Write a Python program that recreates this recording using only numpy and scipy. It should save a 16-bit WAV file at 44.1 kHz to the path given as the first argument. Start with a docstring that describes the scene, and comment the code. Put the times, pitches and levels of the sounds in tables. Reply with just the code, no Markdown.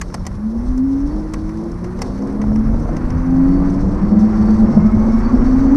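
"""A few sharp snaps, then the rising hum of an electric bike speeding up on an open road.
The motor's orders force the frame to vibrate and boom as each crosses its resonances near 215 and 270 Hz.
A small camera fixed to the frame hears this amid tyre roar, turbulent wind on its microphone and
dull knocks; impacts excite the modes of its mount, which snaps, rattles and rings thinly."""
import sys
import numpy as np
from scipy import signal
from scipy.fft import rfft, irfft
from scipy.io import wavfile

SR = 44100
rng = np.random.default_rng(int(sys.argv[2]) if len(sys.argv) > 2 else 0)


def wav_record(signal):
    """Record a signal, one row per channel, as 16-bit PCM in the file named by sys.argv[1]."""
    frames = np.transpose(np.atleast_2d(signal))
    bounded = np.clip(frames, -1, 1)
    # unit amplitude maps onto the largest positive 16-bit level
    quanta = np.round(bounded * 32767).astype(np.int16)
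    wavfile.write(sys.argv[1], SR, quanta)


N = 254016

# the motor's drive: (time [s], base rate [Hz], torque [dB])
RIDE = [(0, 29.1, -7), (.3, 31.6, -13), (.4, 34.53, -10.5), (.465, 36.3, -3), (.515, 37.6, -4.5),
        (.555, 37.8, 2.5), (.6, 39.17, 4), (.65, 41.3, -1.5), (.72, 42.65, -3.5), (.81, 43, 3.5),
        (.86, 44.93, -1), (.93, 45.33, 0.5), (1.04, 46.7, 2.5), (1.17, 52.14, -0.5), (1.45, 52.57, 0.5),
        (1.65, 55.75, 1), (1.85, 59.1, 3.5), (2.08, 64.9, -1), (2.4, 69.56, 4.5), (2.7, 74.13, 5.5),
        (2.87, 79.2, 4), (3.13, 84.24, 1.5), (3.2, 85.9, -0.5), (3.34, 87.23, 8), (3.47, 90.05, 6.5),
        (3.56, 93, 7), (3.72, 93.4, 5.5), (3.85, 94.95, 0.5), (4.0, 101.1, 0.5), (4.15, 106.7, 3),
        (4.58, 108.5, 1.5), (4.8, 117.5, 4.5), (5.05, 122.1, 1.5), (5.3, 125.1, 1.5), (5.55, 130.8, -3),
        (5.76, 139, -1.5)]
# gusts: (time [s], level of the frame's boom [dB], level of the wind on the microphone [dB])
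GUSTS = [(0, -31.5, -32.5), (.33, -29, -27.5), (.5, -31.5, -36), (.7, -16.5, -30), (.83, -27.5, -32.5),
         (1.05, -23, -29.5), (1.5, -29, -33.5), (2.0, -28.5, -27.5), (2.25, -32, -31.5), (2.7, -13, -20),
         (2.95, -18, -24.5), (3.17, -21.5, -20), (3.3, -19, -23), (3.6, -19.5, -20), (4.0, -21, -24.5),
         (4.2, -25, -24), (4.5, -20, -23), (4.7, -20, -21), (5.0, -19.5, -22), (5.5, -13.5, -22),
         (5.76, -22, -21)]
# shaking of the mount: (time [s], rattle level [dB])
SHAKE = [(0, -53.5), (.45, -58), (.67, -55), (.8, -57), (1.15, -55), (1.6, -55.5), (1.95, -58), (2.04, -50),
         (2.17, -54), (2.3, -54.5), (2.4, -56.5), (3.1, -54), (3.3, -56), (3.75, -52.5), (4.02, -54.5),
         (4.45, -49.5), (4.85, -53), (5.25, -51), (5.54, -49.5), (5.76, -51.5)]
# resonances of the mount: (frequency [Hz], bandwidth [Hz], gain [dB])
MOUNT_MODES = [(5465, 190, 2), (6020, 140, 2), (7070, 150, -15), (8180, 390, -13)]
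WHISTLE_HZ, WHISTLE_WIDTH_HZ = 4520, 75
MID_SPEED_HZ = 70   # base rate at mid speed


def motor():
    """Forced vibration: each order is an unsteady sine, weighted by the frame's response at its pitch."""
    # one entry an order: (multiple of the base rate [ratio])
    orders = [1.6, 1.7, 1.8, 1.9, 2, 3, 3.6, 4, 5.4, 6, 6.3, 7.2, 8.1, 9, 9.9, 10.8, 12.6, 18]
    # each order's force at mid speed: (level [dB])
    forces = [-23.5, -29.5, -12.5, -14, -11.5, -14.5, -32.5, -25, -32.5, -19.5, -44.5, -33.5, -43.5, -34.5,
              -44.5, -41, -42.5, -43]
    # its growth with speed: (slope [dB per doubling])
    growths = [1.5, -3, 7, -4.5, 4.5, -4.5, 18, -3, 7.5, -12, 5, 12, 7, 8.5, 9, 10, 11.5, 9]
    # its unsteadiness: (level spread [dB])
    wavers = [3, 3, 2, 3, 1.5, 1.2, 2.5, 1.5, 4, 1.3, 5, 3, 5, 3, 5, 3.5, 5, 4.5]
    # its blur: (phase spread [rad])
    blurs = [.5, .35, .25, .45, .2, .12, .4, .2, .6, .12, .9, .45, 1, .5, 1.2, .6, 1.5, 1.6]
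    # transfer through the frame to the camera: (frequency [Hz], gain [dB])
    frame_response = [(60, -30), (130, -32), (175, -18.5), (200, -14.5), (217, -4), (238, -19), (268, -1),
                      (292, -11), (320, -13.5), (333, -13), (345, -20), (360, -16), (385, -19.5),
                      (415, -33.5), (490, -25), (600, -22.5), (780, -19), (900, -27), (1130, -18.5),
                      (1350, -17), (1800, -32.5), (2180, -18), (2400, -39.5)]
    # throb that the lowest orders share at speed: (time [s], level change [dB])
    throb = [(3.7, -0.5), (3.8, -5.5), (3.87, 12.5), (3.9, 7), (3.935, -3), (4.0, -4), (4.048, 5),
             (4.086, -9), (4.125, 5), (4.152, -2), (4.184, 6.5), (4.206, -3), (4.238, 5.5), (4.272, -4.5),
             (4.345, -4.5), (4.37, -1.5), (4.52, 0), (4.57, -8), (4.62, 6), (4.68, -7.5), (4.706, 2),
             (4.742, -16), (4.776, 9), (4.81, -6.5), (4.874, 1), (4.902, -13), (4.95, -0.5), (5.022, -4.5),
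             (5.064, 3), (5.114, -6.5), (5.146, 3.5), (5.2, -7.5), (5.27, 0), (5.304, -12), (5.342, 6.5),
             (5.386, -3), (5.428, 5), (5.45, 1.5), (5.57, 3.5), (5.596, -8), (5.624, -2.5), (5.76, 7.5)]
    base_hz, torque_db = in_time(RIDE)
    turns = np.cumsum(base_hz) / SR
    speed, throb_db = doublings(), in_time(throb)[0]
    out = np.zeros(N)
    for order, force_db, growth_db, waver_db, blur in zip(orders, forces, growths, wavers, blurs):
        waver_hz = 28 if order > 6.1 else 9.6   # high orders break up faster
        phase = 2 * np.pi * (order * turns + rng.random()) + blur * drift(waver_hz)
        level_db = force_db + growth_db * speed + at_hz(frame_response, order * base_hz)
        level_db += waver_db * drift(waver_hz) + singing_db(order)
        out += amp(level_db + throb_db * (order <= 2)) * np.sin(phase)
    return np.sqrt(2) * amp(torque_db) * out


def singing_db(order):
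    """Amplitude modulation: an order sings out or drops away in brief bell-shaped swells."""
    # swells and dips, by order: (time [s], level change [dB])
    swells = {6: [(1.72, -6), (1.79, -6), (1.96, -4), (2.1, -6), (2.18, -6)], 5.4: [(2.9, 5), (3.4, 2.5),
              (4.1, 7), (4.48, 6)], 7.2: [(3.15, 10), (3.6, 5), (4.23, 12.5), (4.33, 6), (4.48, 8.5),
              (4.6, 4), (4.8, 7.5), (5.07, 6.5), (5.23, 1)], 9: [(2.9, 8), (3.3, 3), (4.3, 2), (4.79, 8.5),
              (5.03, 8.5), (5.14, 8), (5.3, 11), (5.5, 7)], 10.8: [(4.46, 9), (4.81, 9), (4.89, 9),
              (5.12, 6.5)]}
    half_width_s, step = 0.026, 64
    t = np.arange(0, N, step) / SR
    change_db = np.zeros(len(t))
    for s, rise_db in swells.get(order, []):
        change_db += rise_db * np.exp(-((t - s) / half_width_s) ** 2)
    return np.repeat(change_db, step)[:N]


def moan():
    """A linear chirp in a Gaussian envelope: a low tone swells under the hum and stops."""
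    start_s, rise_s, fall_s = 4.82, 0.19, 0.043   # time of the peak; times to rise and fall 20 dB
    peak_db, hz, glide_hz_per_s = -16, 166.6, 220
    t = np.arange(N) / SR - start_s
    level_db = peak_db - 20 * np.where(t < 0, t / rise_s, t / fall_s) ** 2
    phase = 2 * np.pi * (hz + glide_hz_per_s * t / 2) * t
    return np.sqrt(2) * amp(np.maximum(level_db, -200)) * np.sin(phase)


def boom():
    """Random excitation: road and gusts shake the frame's lowest mode into narrow-band noise."""
    mid_hz, sag_hz_per_doubling, sag_hz_per_db = 38.34, 6, 0.32   # sinks with speed and in strong gusts
    level_db = in_time(GUSTS)[0]
    hz = mid_hz - sag_hz_per_doubling * doublings() - sag_hz_per_db * swing(level_db)
    phase = 2 * np.pi * np.cumsum(hz) / SR
    noise = drift(17) * np.cos(phase) + drift(13) * np.sin(phase)
    return amp(level_db) * rms_one(noise + 0.21 * np.sin(phase))


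def wind():
    """Turbulence: lumpy low-frequency pressure on the microphone port."""
    # pressure spectrum: (frequency [Hz], relative density [dB])
    spectrum = [(15, 1.5), (30, 3.5), (55, 0.5), (80, 7.5), (130, 1.5), (250, -8.5), (500, -42.5),
                (1000, -71)]
    flutter_db, lumps_db = 1, 1.5
    level_db = in_time(GUSTS)[1] + flutter_db * drift(7.9)
    lumps = amp(lumps_db * drift(6.0))
    return amp(level_db) * rms_one(colour(rng.standard_normal(N) * lumps, spectrum))


def tyre():
    """Roughness excitation: tread on stony asphalt roars, buffeting more in its lower band."""
    # spectrum of the roar: (frequency [Hz], relative density [dB])
    spectrum = [(100, -27.5), (170, 4), (217, 15.5), (270, 6), (350, 9.5), (412, -1.5), (472, 4), (680, -2),
                (1050, 2), (1500, -5.5), (2100, -13), (2500, -21.5), (3200, -31.5), (9000, -73.5)]
    # buffeting of the lower band: (time [s], level change [dB])
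    buffets = [(2.4, 1), (2.55, 4.5), (2.65, 0), (2.76, 3), (2.9, 5), (3.02, 0), (3.65, -0.5), (3.75, 4.5),
               (3.85, 1)]
    low_db = roar_db(mid_db=-36.5, growth_db=4, wind_share=0.15, shake_share=0.03, flutter_db=0.7)
    low_db += in_time(buffets)[0]
    high_db = roar_db(mid_db=-37, growth_db=3.5, wind_share=0.2, shake_share=0.49, flutter_db=0.62)
    road = rms_one(rng.standard_normal(N) + 0.048 * grit(370, spread_db=8.5))
    roar = colour(road, spectrum)
    low = signal.sosfilt(signal.butter(2, 750, fs=SR, output="sos"), roar)
    high = (roar - low) * amp(0.7 * drift(8.3))
    low *= amp(2.25 * drift(6.3))
    low /= np.std(band(low, 430, 750))   # each level refers to the band given here
    high /= np.std(band(high, 750, 2500))
    return amp(low_db) * low + amp(high_db) * high


def roar_db(mid_db, growth_db, wind_share, shake_share, flutter_db):
    """Power law: tyre noise gains growth_db per doubling of speed, and swells with wind and shaking."""
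    swell_db = wind_share * swing(in_time(GUSTS)[1]) + shake_share * swing(in_time(SHAKE)[0])
    return mid_db + growth_db * doublings() + swell_db + flutter_db * drift(8.0)


def snaps():
    """Impact excitation: short noise bursts ring the modes of mount, camera body and housing."""
    # snaps of the mount: (time [s], gain [dB], body trim [dB], thump trim [dB], top ring trim [dB])
    events = [(0.0122, -29, 6, -12, -0.5), (0.1406, -28.5, -1.5, 1.5, -3), (0.25, -46, 6, 4, -6),
              (0.2643, -30.5, -1, -1.5, -1), (0.775, -43, -5, -11.5, -3), (1.3347, -33, 5.5, 1, 0.5),
              (1.4905, -49.5, 9.5, -3, -2), (1.57, -51, -2, -8, -5), (1.635, -53, -4, -10, -3),
              (1.715, -48, 0, -10, -3), (1.8412, -43, 5, -12, -7), (1.988, -45.5, 5, -3, -2),
              (2.0162, -29, 2, -2, 1.5), (2.176, -48.5, 6, -10, -11), (2.219, -46, 2, -10, -8),
              (2.2699, -49, -9, -10, -2), (2.295, -60, -10, -12, -5), (2.322, -53, -4, -10, -3),
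              (2.4145, -43.5, 11.5, -5, -4), (2.5565, -43, 3.5, -0.5, -2.5), (2.797, -49, -3.5, 0, -2),
              (2.965, -41, 2.5, 6, -6), (3.1015, -44.5, 8.5, 2, -6.5)]
    # modes of the camera body: (frequency [Hz], bandwidth [Hz], gain [dB])
    body_modes = [(1040, 400, 2), (1610, 320, -1), (1870, 224, -2)]
    # low modes of the housing: (frequency [Hz], bandwidth [Hz], gain [dB])
    thump_modes = [(464, 350, 3), (750, 237, 5.5)]
    # highest modes of the mount: (frequency [Hz], bandwidth [Hz], gain [dB])
    top_modes = [(6810, 980, 0), (8100, 670, -0.5), (9540, 1300, -17)]
    rise_s, hold_s, bright_t60_s, dull_t60_s = .002, .0045, .026, .04
    out, t = np.zeros(N), np.arange(4000) / SR
    decay_db = -60 * np.maximum(t - hold_s, 0) / [[bright_t60_s], [dull_t60_s]]
    envelopes = np.minimum(t / rise_s, 1) * amp(decay_db)
    ring_modes = [(hz, 3.8 * width_hz, gain_db) for hz, width_hz, gain_db in MOUNT_MODES[:2]]
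    ring_modes.append((WHISTLE_HZ, WHISTLE_WIDTH_HZ, 0.5))
    for s, gain_db, body_db, thump_db, top_db in events:
        bright, dull = rng.standard_normal((2, len(t))) * envelopes
        ring = amp(10) * strike(bright, ring_modes)
        top = amp(8 + top_db) * strike(bright, top_modes)
        click = amp(-10.5) * band(bright, 3400, 11000)
        body = amp(13 + body_db) * strike(dull, body_modes)
        thump = amp(16 + thump_db) * strike(dull, thump_modes)
        at = round(s * SR)
        out[at:at + len(t)] += amp(gain_db) * (ring + top + click + body + thump)
    return out


def knocks():
    """Damped free vibration: a dull blow rings a frame mode and its overtone for a few cycles."""
    # blows through the frame: (time [s], level [dB], pitch [Hz])
    blows = [(0.102, -30, 1350), (0.126, -29, 990), (0.181, -31, 1310), (0.316, -26.5, 1056),
             (2.44, -18, 847), (2.519, -17.5, 608.7), (2.744, -17, 587.4), (2.856, -19, 638.7),
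             (2.891, -18, 669), (4.77, -20, 602.5)]
    rise_s, t60_s, overtone_ratio, overtone_db = .0004, 0.019, 1.5, -14
    out, t = np.zeros(N), np.arange(3000) / SR
    for s, level_db, hz in blows:
        at, phase = round(s * SR), 2 * np.pi * hz * t
        tone = np.sin(phase) + amp(overtone_db) * np.sin(overtone_ratio * phase)
        out[at:at + len(t)] += amp(level_db - 60 * t / t60_s) * np.minimum(t / rise_s, 1) * tone
    return out


def rattle():
    """Contact noise: flurries of tiny impacts drive the mount's resonances, each flaring on its own."""
    # broad response of the mount: (frequency [Hz], gain [dB])
    response = [(2000, -20), (3200, -6.5), (4400, -0.5), (5800, -4), (6900, -9.5), (10300, -16.5),
                (11500, -31), (15000, -65.5)]
    contacts = rng.standard_normal(N) + .8 * grit(600, spread_db=3.0)
    flurries = contacts * amp(1.7 * drift(30))
    out = colour(flurries, response)
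    for hz, width_hz, gain_db in MOUNT_MODES:
        flare = amp(3.0 * drift(7.0))
        out += resonate(flurries * flare, hz, width_hz) * amp(gain_db + 0.5)
    return amp(in_time(SHAKE)[0]) * rms_one(out)


def whistle():
    """Narrow resonance: tiny contacts are filtered into a thin, grainy, flickering ring."""
    # course of the whistle: (time [s], level [dB])
    levels = [(0, -68), (.2, -74), (1.0, -76.5), (1.12, -60), (1.2, -72), (1.4, -62), (1.52, -75),
              (1.95, -72), (2.15, -60), (2.28, -66), (2.4, -72.5), (2.9, -73), (3.15, -63), (3.3, -70.5),
              (3.53, -58.5), (3.7, -62), (3.9, -71), (4.05, -61.5), (4.24, -61.5), (4.32, -65), (4.42, -57),
              (4.55, -56), (4.78, -64), (4.88, -71.5), (5.08, -59.5), (5.16, -71), (5.25, -49), (5.36, -63),
              (5.5, -54.5), (5.76, -61)]
    flicker_db = 1.5
    contacts = rng.standard_normal(N) + .8 * grit(1500, spread_db=3.0)
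    ring = resonate_twice(contacts, WHISTLE_HZ, WHISTLE_WIDTH_HZ)
    return amp(in_time(levels)[0] + flicker_db * drift(32)) * rms_one(ring)


def hiss():
    """Band-limited noise: a faint even hiss in the top octave, fading late in the ride."""
    # course of the hiss: (time [s], level [dB])
    levels = [(0, -69), (3.6, -68.5), (4.5, -90.5), (5.76, -90.5)]
    # (frequency [Hz], relative density [dB])
    spectrum = [(7000, -18.5), (10000, 8.0), (12000, -4.5), (14000, -2.5), (15200, -18.0)]
    return amp(in_time(levels)[0]) * rms_one(colour(rng.standard_normal(N), spectrum))


def strike(burst, modes, uneven_db=1.5):
    """Modal superposition: one burst rings every mode, each with a chance strength of its own."""
    return sum(resonate_twice(burst, hz, width_hz) * amp(gain_db + uneven_db * rng.standard_normal())
               for hz, width_hz, gain_db in modes)


def resonate(x, hz, width_hz):
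    """Two-pole resonance with gain 1 at its peak."""
    r = np.exp(-np.pi * width_hz / SR)
    feedback = [1, -2 * r * np.cos(2 * np.pi * hz / SR), r * r]
    return signal.lfilter(np.array([1, 0, -1]) * (1 - r * r) / 2, feedback, x)


def resonate_twice(x, hz, width_hz):
    """Resonances in cascade: a second, twice as wide, steepens the skirts."""
    return resonate(resonate(x, hz, width_hz), hz, 2 * width_hz)


def band(x, low_hz, high_hz):
    """Causal band-pass."""
    return signal.sosfilt(signal.butter(2, [low_hz, high_hz], "band", fs=SR, output="sos"), x)


def colour(x, spectrum):
    """Spectral shaping by a table, 60 dB lower below half its first frequency."""
    hz = np.maximum(np.fft.rfftfreq(N, 1 / SR), 1)
    gain_db = at_hz(spectrum, hz) - 60 * (hz < spectrum[0][0] / 2)
    return irfft(rfft(x) * amp(gain_db), N)


def grit(per_s, spread_db):
    """Poisson process: small impacts of uneven size."""
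    sizes = amp(spread_db * np.minimum(rng.exponential(1, N), 5)) * rng.choice([-1, 1], N)
    return sizes * (rng.random(N) < per_s / SR)


def drift(rate_hz):
    """Low-passed noise: a random wander of spread 1, mostly slower than rate_hz."""
    step, settle = 40, 2000
    r = np.exp(-2 * np.pi * step * rate_hz / SR)
    noise = rng.standard_normal(N // step + settle + 2)
    slow = signal.lfilter([1], [1, -2 * r, r * r], noise)[settle:]
    return np.interp(np.arange(N) / step, np.arange(len(slow)), rms_one(slow))


def doublings():
    """Speed in doublings above mid speed."""
    return np.log2(in_time(RIDE)[0] / MID_SPEED_HZ)


def swing(level_db):
    """Deviation of a level from its mean."""
    return level_db - level_db.mean()


def in_time(rows):
    """Columns of a time table, interpolated to one value a sample."""
    s, *columns = np.transpose(rows)
    return [np.interp(np.arange(N) / SR, s, column) for column in columns]


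def at_hz(spectrum, hz):
    """Read a spectrum table on a log-frequency axis."""
    table_hz, level_db = np.transpose(spectrum)
    return np.interp(np.log(hz), np.log(table_hz), level_db)


def amp(db):
    """Decibels to amplitude ratio."""
    return 10 ** (np.asarray(db) / 20)


def rms_one(x):
    """Scale to rms 1."""
    return x / np.sqrt(np.mean(x ** 2) + 1e-20)


def scene():
    """Superposition: all sources add at the one microphone."""
    background = tyre() + wind() + boom() + rattle() + whistle() + hiss()
    return (motor() + moan() + snaps() + knocks() + background)[None]


def record(dry):
    """Soft saturation rounds the peaks; a steep low-pass cuts the top."""
    ceiling, cutoff_hz = 1.1, 15200
    rounded = ceiling * np.tanh(dry / ceiling)
    return signal.sosfilt(signal.cheby2(12, 70, cutoff_hz, fs=SR, output="sos"), rounded)


dry = scene()
out = record(dry)
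wav_record(out)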